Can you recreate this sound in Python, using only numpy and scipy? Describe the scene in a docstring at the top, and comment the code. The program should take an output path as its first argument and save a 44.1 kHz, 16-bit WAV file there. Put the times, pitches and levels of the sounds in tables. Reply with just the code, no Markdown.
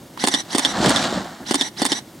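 """Over a snowy field, beside a tall mast, a parachute opens: its cloth flogs, cracks taut and flutters out.
Close to the microphone a reflex camera takes five pictures. In each, a motor whines and rattles, and
noise bursts and ringing tones make the mirror slap, the shutter curtains and the mirror's return.
The cloth is made of dense random pops, single low cracks, rustle and small bright snaps.
Trees scatter a little sound back, and faint open-air rumble and hiss, both filtered noise, lie underneath."""
import sys
import numpy as np
from scipy import signal
from scipy.fft import rfft, irfft
from scipy.io import wavfile

SR = 44100
rng = np.random.default_rng(int(sys.argv[2]) if len(sys.argv) > 2 else 0)


def digitize_waveform(pressure):
    """Quantize a signal to 16-bit integers and store it at the path in sys.argv[1].

    Rows of a 2-D input are taken as channels; values are limited to [-1, 1].
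    """
    field = np.atleast_2d(pressure).T
    bounded = np.clip(field, -1, 1)
    quanta = np.round(bounded * 32767).astype(np.int16)
    wavfile.write(sys.argv[1], SR, quanta)


N = 97020  # samples, 2.2 s

# The pictures, timed by the rise of the mirror: start_s, level_db
PICTURES = [(0.2397, 0), (.5494, -1), (.8605, -3), (1.5102, -1.5), (1.8190, -1)]
# Blows of each camera part: delay_s after the mirror rises, level_db, body_ring_db
MIRROR_UP_BLOWS = [(0., -1.5, -4), (0.0096, -8.5, -3)]
CURTAIN_BLOWS = [(.027, -9.5, -18), (.033, 2.5, 1.5), (0.0442, 0, -0.5)]
MIRROR_DOWN_BLOWS = [(.1, -1, 3), (.107, -5, -6.5), (.112, -10, -30)]
# Tone colour of each kind of blow, relative levels: frequency_hz, level_db
MIRROR_UP_COLOUR = [(47, -40), (80, -20.5), (323, 8), (877, -13), (1250, -34.5), (1860, -12.5), (2490, -23),
                    (2840, -12), (3540, -12), (3960, -24), (4520, -13.5), (6590, -22), (8790, -13.5),
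                    (12000, -33), (16000, -19)]
CURTAIN_BLOW_COLOUR = [(47, -111), (80, -44.5), (271, 8), (550, -16.5), (858, -8.5), (1630, -19.5),
                       (1860, -13.5), (2490, -15.5), (2900, -14.5), (3390, -15), (7200, -17), (8600, -11.5),
                       (9610, -14), (11500, -32.5), (16000, -35)]
MIRROR_DOWN_COLOUR = [(47, -9), (80, -9), (331, 1.5), (563, -18.5), (1050, -12), (1340, -20.5),
                      (1820, -4.5), (2380, -19.5), (3540, 2.5), (3960, -9), (5170, -10.5), (7360, -17),
                      (9190, -14), (12000, -34.5), (16000, -46)]
# Ringing tones, with the time to fade by 60 dB: pitch_hz, level_db, t60_s
BODY_TONES = [(274, -17, 0.061), (352, -36, 0.063), (589, -24.5, 0.035), (705, -27, .04),
              (832, -24.5, 0.046), (1027, -31, 0.062), (1733, -28.5, 0.063), (1942, -25.5, 0.032),
              (3250, -34, 0.065), (3570, -21, 0.056), (4450, -24, 0.048), (5160, -28, .04)]  # the camera body
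MIRROR_THUMP_TONES = [(254, -4, 0.025), (437, -15.5, .012), (721, -14, 0.025)]  # the rising mirror slapping its stop
# Speed of the motor, as the rate at which gear teeth meet: time_s after the mirror rises, pitch_hz
MOTOR_SPEED = [(-.062, 900), (-.05, 1130), (-.043, 1450), (-.025, 2030), (-.015, 1540), (.015, 1480),
               (.05, 1480), (.062, 1750), (.076, 2050), (.086, 1920), (.099, 1720), (.112, 1750),
               (.12, 1905), (.138, 1925), (.155, 1975), (.169, 1930), (.185, 1750)]
# Loudness of the motor: time_s after the mirror rises, whine_db, rattle_db
MOTOR_EFFORT = [(-.062, -28, -24), (-.043, -3, -7), (-.027, -1.5, -4.5), (-.019, -6, 3.5), (.015, -1, -6.5),
                (.023, -20, -24), (.06, -13.5, -6.5), (.084, 1.5, 1.5), (.11, -1, -1.5), (.126, -2, -2.5),
                (.166, 0.5, -0.5), (.176, -17, -5), (.198, -40, -32.5)]
# Overtones of the whine: multiple of the gear-tooth rate, level_db
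WHINE_OVERTONES = [(1, -41), (2, -37.5), (3, -32), (4, -43.5), (5, -62)]
# Tone colour of the gear rattle: frequency_hz, level_db
GEAR_RATTLE_COLOUR = [(59, -34), (100, -26.5), (224, 1), (295, -1.5), (502, -12.5), (872, -2), (1280, -14),
                      (1950, -3.5), (2520, -14), (3860, -4.5), (5300, -14.5), (5770, -6.5), (6840, -16),
                      (7940, -14.5), (10000, -14), (12100, -33), (16000, -46)]
# Loudness of the moving cloth: time_s, low_flogging_db, flutter_db
CANOPY_LEVELS = [(0.7, -28, -47), (0.706, -33.5, -40), (0.764, -29, -23.5), (0.792, -24, -28.5),
                 (0.856, -18, -19.5), (0.87, -12.5, -23.5), (0.908, -22, -20.5), (0.93, -25, -21.5),
                 (1.036, -26.5, -27.5), (1.054, -27, -19.5), (1.078, -27.5, -28.5), (1.182, -25.5, -29.5),
                 (1.252, -36.5, -38.5), (1.256, -40.5, -34), (1.392, -47, -45), (1.41, -37.5, -38.5)]
# Loudness of the canopy being dragged from its pack: time_s, level_db
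PULL_LEVELS = [(.38, -56), (.47, -45), (.56, -37.5), (.66, -31), (.74, -40.5), (.8, -50)]
# Loudness of the cloth's rustle: time_s, level_db
RUSTLE_LEVELS = [(.66, -57), (.76, -33.5), (.84, -25.5), (.91, -24.5), (.99, -28.5), (1.05, -26),
                 (1.09, -32), (1.16, -32), (1.24, -42), (1.42, -50)]
# Low pops of panels pulling taut, levels before filtering: centre_s, level_db, length_s
PANEL_CRACKS = [(.801, -12, 0.0044), (.829, -9, 0.0028), (.851, -3.5, 0.0017), (.8545, -32, 0.001),
                (.866, -15, 0.0038), (0.879, -14, 0.0036), (0.8818, -5.5, 0.00424), (.909, -9, 0.0022),
                (0.913, -9, .0015), (1.037, -18, 0.00099), (1.127, -11, 0.0017), (1.161, -14, .003),
                (1.177, -9.5, 0.0035), (1.209, -22, 0.0019), (1.259, -18, .001)]
# Small bright snaps of the cloth, relative levels: start_s, level_db
CLOTH_SNAPS = [(.8422, 0), (0.9152, 1), (0.9494, -8), (.9938, -2), (1.0264, -3), (1.0414, 2.5),
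               (1.0544, -8)]
# Tone colours of the cloth and of the open air: frequency_hz, level_db
CLOTH_COLOUR = [(24, -42), (40, 8), (80, -15), (199, 0), (293, -4.5), (374, -6.5), (408, -23.5),
                (478, -11.5), (654, -7.5), (739, -6.5), (961, -12), (1710, -14), (2600, -28), (3380, -42),
                (5720, -120)]
CLOTH_RUSTLE_COLOUR = [(1180, -39), (2000, -10), (2180, -3.5), (2620, -4.5), (3870, -2.5), (5830, -10.5),
                       (7570, -10.5), (11500, -31), (14400, -38), (16000, -38)]
AIR_COLOUR = [(15, -90), (25, -27), (92, -13.5), (127, -6), (206, -4.5), (317, -4), (476, -15.5),
              (591, -12.5), (641, -14), (1230, -22), (2690, -25.5), (6380, -28.5), (14000, -34),
              (16000, -36)]
# Stereo width: frequency_hz, side_minus_mid_db
CAMERA_SPREAD = [(100, -21), (400, -19.5), (700, -26), (1200, 2), (2300, -2), (4400, -8.5), (8000, -9),
                 (14000, -18)]
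FAR_SPREAD = [(100, -37), (400, -19), (700, -20.5), (1300, -13), (3000, -10.5), (8000, -20), (14000, -50)]
# Stereo lean: frequency_hz, left_minus_right_db
CAMERA_LEAN = [(200, -1), (400, 0), (1200, -6.5), (4400, -4.5), (8000, -1.5), (14000, -0.5)]
FAR_LEAN = [(400, 0), (1300, -1.5), (2400, -1), (6000, 0.5)]

CONTACT_S = .0009  # a blow takes this long to build
MIRROR_TOP_HZ = 10800  # the rising mirror's blows are cut above this
CASE_HZ = 187  # the small camera radiates little below this
BUTTON_S, BUTTON_HZ, BUTTON_T60_S, BUTTON_DB = .1752, 1000, 0.013, -21.5
GEAR_DB = -29.5
SPIN_UP_WOBBLE, WHINE_WOBBLE = .04, 0.0094  # typical pitch wobble, as a share of the pitch
WHINE_FLICKER_DB, WHINE_FLICKER_HZ = 2, 116
SPLIT_HZ, RUSTLE_HZ = 495, 2270  # flogging below the first, flutter between, rustle above the second
SNAP_T60_S, SNAP_DB = 0.015, 0.5
CLOTH_LOW_HZ = 83  # the cloth radiates little below this
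AIR_DB = -41.5
PORT_LAG_S = .000005  # the right microphone port hears sound this much later
TOP_HZ = 15800


def shutter():
    """The finger presses the button once; in each picture mirror and curtains strike and ring the body."""
    up = blows(MIRROR_UP_BLOWS, MIRROR_UP_COLOUR, db=10.5, low_hz=520,
               crack_t60=0.0049, crack_share=0.85, tail_t60=0.042, tail_db=3.5)
    up = cut(up, MIRROR_TOP_HZ, "low")
    curtains = blows(CURTAIN_BLOWS, CURTAIN_BLOW_COLOUR, db=8.5, low_hz=420,
                     crack_t60=0.016, crack_share=1.0, tail_t60=0.039, tail_db=-2)
    down = blows(MIRROR_DOWN_BLOWS, MIRROR_DOWN_COLOUR, db=11, low_hz=304,
                 crack_t60=0.015, crack_share=1.0, tail_t60=0.035, tail_db=-5.5)

    all_blows = MIRROR_UP_BLOWS + CURTAIN_BLOWS + MIRROR_DOWN_BLOWS
    body_ring = play(modes(BODY_TONES), [(delay, ring_db) for delay, _, ring_db in all_blows])
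    ringing = play(body_ring + modes(MIRROR_THUMP_TONES), PICTURES)

    click = ring(BUTTON_HZ, BUTTON_T60_S) + 6 * cut(burst(0.026), 2300, "low", order=1)
    button = play(click, [(BUTTON_S, BUTTON_DB)])
    return cut(up + curtains + down + ringing + button, CASE_HZ, "high", order=2)


def blows(rows, points, db, low_hz, crack_t60, crack_share, tail_t60, tail_db):
    """One camera part strikes in every picture: a tick and short crack share the energy, then a tail rattles."""
    share = np.clip(crack_share, 0, 1)
    tick = np.sqrt(1 - share) * (clock() == 0)
    out = np.zeros(N)
    for delay, blow_db, _ in rows:
        for start, picture_db in PICTURES:
            crack = np.sqrt(share) * burst(crack_t60, CONTACT_S)
            tail = undb(tail_db) * burst(tail_t60, 2 * CONTACT_S)
            out += play(tick + crack + tail, [(start + delay - CONTACT_S, picture_db + blow_db)])
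    return undb(db) * cut(colour(out, points), low_hz, "high", order=2)


def motor():
    """The motor spins up, slows as the mirror rises, then recocks the shutter; its gears whine and rattle."""
    whine, rattle_level = np.zeros(N), np.zeros(N)
    for start, picture_db in PICTURES:
        t = clock() - start
        # slack gears chatter until they take the load
        chatter = np.where(t < 0, SPIN_UP_WOBBLE, WHINE_WOBBLE)
        wobble = 1 + chatter * unit(cut(rng.standard_normal(N), 394, "low"))
        # adding up the wobbling pitch gives the phase of the whine
        phase = 2 * np.pi * np.cumsum(curve(MOTOR_SPEED, t) * wobble) / SR
        tone = sum(undb(part_db) * np.sin(multiple * phase) for multiple, part_db in WHINE_OVERTONES)
        flicker_db = WHINE_FLICKER_DB * unit(cut(rng.standard_normal(N), WHINE_FLICKER_HZ, "low"))
        whine += undb(picture_db + flicker_db) * swell(MOTOR_EFFORT, t) * np.sqrt(2) * tone
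        rattle_level += undb(picture_db) * swell(MOTOR_EFFORT, t, axis=2)
    rattle = colour(rattle_level * grains(rate=5000, spread_db=3.5), GEAR_RATTLE_COLOUR)
    return whine + undb(GEAR_DB) * rattle


def canopy():
    """Cloth slides from its pack, flogs and flutters as dense pops; panels crack taut, fabric rustles and snaps."""
    t = clock()
    flog = colour(grains(rate=1200, spread_db=1.5), CLOTH_COLOUR)
    flog = unit(cut(flog, SPLIT_HZ, "low"))
    flutter = colour(grains(rate=2600, spread_db=4.5), CLOTH_COLOUR)
    flutter = unit(cut(cut(flutter, SPLIT_HZ, "high"), RUSTLE_HZ, "low", order=6))
    rustle = colour(grains(rate=2600, spread_db=4), CLOTH_RUSTLE_COLOUR)
    rustle = unit(cut(rustle, RUSTLE_HZ, "high"))

    out = undb(-0.36) * flog * swell(CANOPY_LEVELS, t)
    out += undb(0.24) * flutter * swell(CANOPY_LEVELS, t, axis=2)
    out += rustle * swell(RUSTLE_LEVELS, t)
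    out += (flutter + undb(-2) * rustle) * swell(PULL_LEVELS, t)
    for centre, db, length in PANEL_CRACKS:
        # pressure jumps up, falls in a straight line below zero, and jumps back
        u = (t - centre) / (length / 2)
        pop = -u * (abs(u) < 1)
        out += undb(db) * cut(cut(pop, 1100, "low", order=2), 150, "high")
    snaps = sum(play(burst(SNAP_T60_S), [row]) for row in CLOTH_SNAPS)
    out += undb(SNAP_DB) * colour(snaps, CLOTH_RUSTLE_COLOUR)
    return cut(out, CLOTH_LOW_HZ, "high")


def trees(sound):
    """Trees scatter the duller part of a sound back as a weak, fading wash, different on each side."""
    dull = cut(sound, 4000, "low", order=1)
    return undb(-21) * np.array([signal.fftconvolve(dull, burst(0.32))[:N] for _ in range(2)])


def air():
    """Distant rumble and hiss: coloured noise whose level wavers a little."""
    waver = undb(0.77 * unit(cut(rng.standard_normal(N), 22, "low", order=2)))
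    return undb(AIR_DB) * waver * colour(rng.standard_normal(N), AIR_COLOUR)


def undb(db):
    """Turn decibels into a gain."""
    return 10 ** (np.asarray(db) / 20)


def unit(x):
    """Scale a sound to an average (rms) level of 1."""
    return x / np.sqrt(np.mean(x ** 2))


def clock():
    """Time of each sample in seconds."""
    return np.arange(N) / SR


def curve(table, t, axis=1):
    """Read one column of a table over time, joining its points by straight lines."""
    rows = np.array(table, float)
    return np.interp(t, rows[:, 0], rows[:, axis])


def swell(table, t, axis=1):
    """Turn a level curve in dB into a gain that fades in before it and out after it, over 0.056 s."""
    edge = np.clip(np.minimum(t - table[0][0], table[-1][0] - t) / 0.056 + 1, 0, 1)
    return edge * undb(curve(table, t, axis=axis))


def gains(points):
    """Turn (Hz, dB) points into a gain for each frequency, joined along a pitch-like (log) scale."""
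    rows = np.array(points, float)
    log_hz = np.log(np.fft.rfftfreq(N, 1 / SR) + 1)
    return undb(np.interp(log_hz, np.log(rows[:, 0]), rows[:, 1]))


def colour(x, points):
    """Give a sound a tone colour with a filter that never acts early; white noise keeps its power."""
    cepstrum = irfft(np.log(unit(gains(points))), N)
    # folding the cepstrum onto positive time makes the filter minimum-phase
    fold = np.r_[1, np.full(N // 2 - 1, 2), np.zeros(N - N // 2)]
    return irfft(rfft(x) * np.exp(rfft(cepstrum * fold)), N)


def cut(x, hz, kind, order=3):
    """Keep what lies below ("low") or above ("high") a frequency."""
    return signal.sosfilt(signal.butter(order, min(hz, .45 * SR), kind, fs=SR, output="sos"), x)


def play(sound, rows):
    """Start a copy of a sound at each (s, dB)."""
    out = np.zeros(N)
    for start, db in rows:
        i = int(round(max(start, 0) * SR))
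        out[i:] += undb(db) * sound[:N - i]
    return out


def fade(t60):
    """Die away smoothly, dropping 60 dB in t60 seconds."""
    return np.exp(-np.log(1000) * clock() / t60)


def ring(hz, t60):
    """One struck tone dying away."""
    return np.cos(2 * np.pi * hz * clock()) * fade(t60)


def modes(rows):
    """Several ringing tones, each softened because the blow has a finite length."""
    return sum(undb(db) * cut(ring(hz, t60), 2 * hz, "low", order=1) for hz, db, t60 in rows)


def grains(rate, spread_db):
    """Random clicks of uneven size, about `rate` a second, with rms 1."""
    chance, size = rng.random(N), rng.standard_normal(N)
    sign = rng.choice([-1, 1], N)
    return unit((chance < rate / SR) * sign * undb(spread_db * np.clip(size, -2, 2)))


def burst(t60, attack=0.):
    """A puff of noise that swells and dies away, with total energy 1."""
    rise = np.clip((clock() + 1 / SR) / (abs(attack) + 1 / SR), 0, 1) ** 2
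    puff = rng.standard_normal(N) * fade(t60) * rise
    return puff / np.sqrt(np.sum(puff ** 2))


def spread(x, width, pan, scatter_s):
    """Two microphone ports: the left hears it first, and nearby reflections make the sides differ."""
    scatter = rfft(np.roll(burst(scatter_s), int(SR * scatter_s / 10)))
    mid = rfft(x)
    # only the timing of the scatter is kept; the width table sets its level
    side = mid * gains(width) * scatter / (abs(scatter) + 1e-12)
    lead = np.exp(1j * np.pi * np.fft.rfftfreq(N, 1 / SR) * PORT_LAG_S)
    lean = np.sqrt(gains(pan)) * lead
    return irfft(np.array([mid * lean + side, mid / lean - side]), N)


def scene():
    """The camera close by, the canopy far off, a weak scatter from the trees, and the open air."""
    camera, far = shutter() + motor(), canopy()
    near_stereo = spread(camera, CAMERA_SPREAD, CAMERA_LEAN, scatter_s=0.023)
    far_stereo = spread(far + air(), FAR_SPREAD, FAR_LEAN, scatter_s=.07)
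    return near_stereo + far_stereo + trees(camera + far)


def record(dry):
    """The microphone housing dulls a narrow band; the loudest peaks are rounded and the top is cut."""
    band = signal.lfilter(*signal.iirpeak(2550, 5, fs=SR), dry)
    heard = dry - 0.42 * band
    heard = heard / (1 + (heard / .95) ** 4) ** .25
    return signal.sosfilt(signal.ellip(8, .2, 70, TOP_HZ, fs=SR, output="sos"), heard)


dry = scene()
out = record(dry)
digitize_waveform(out)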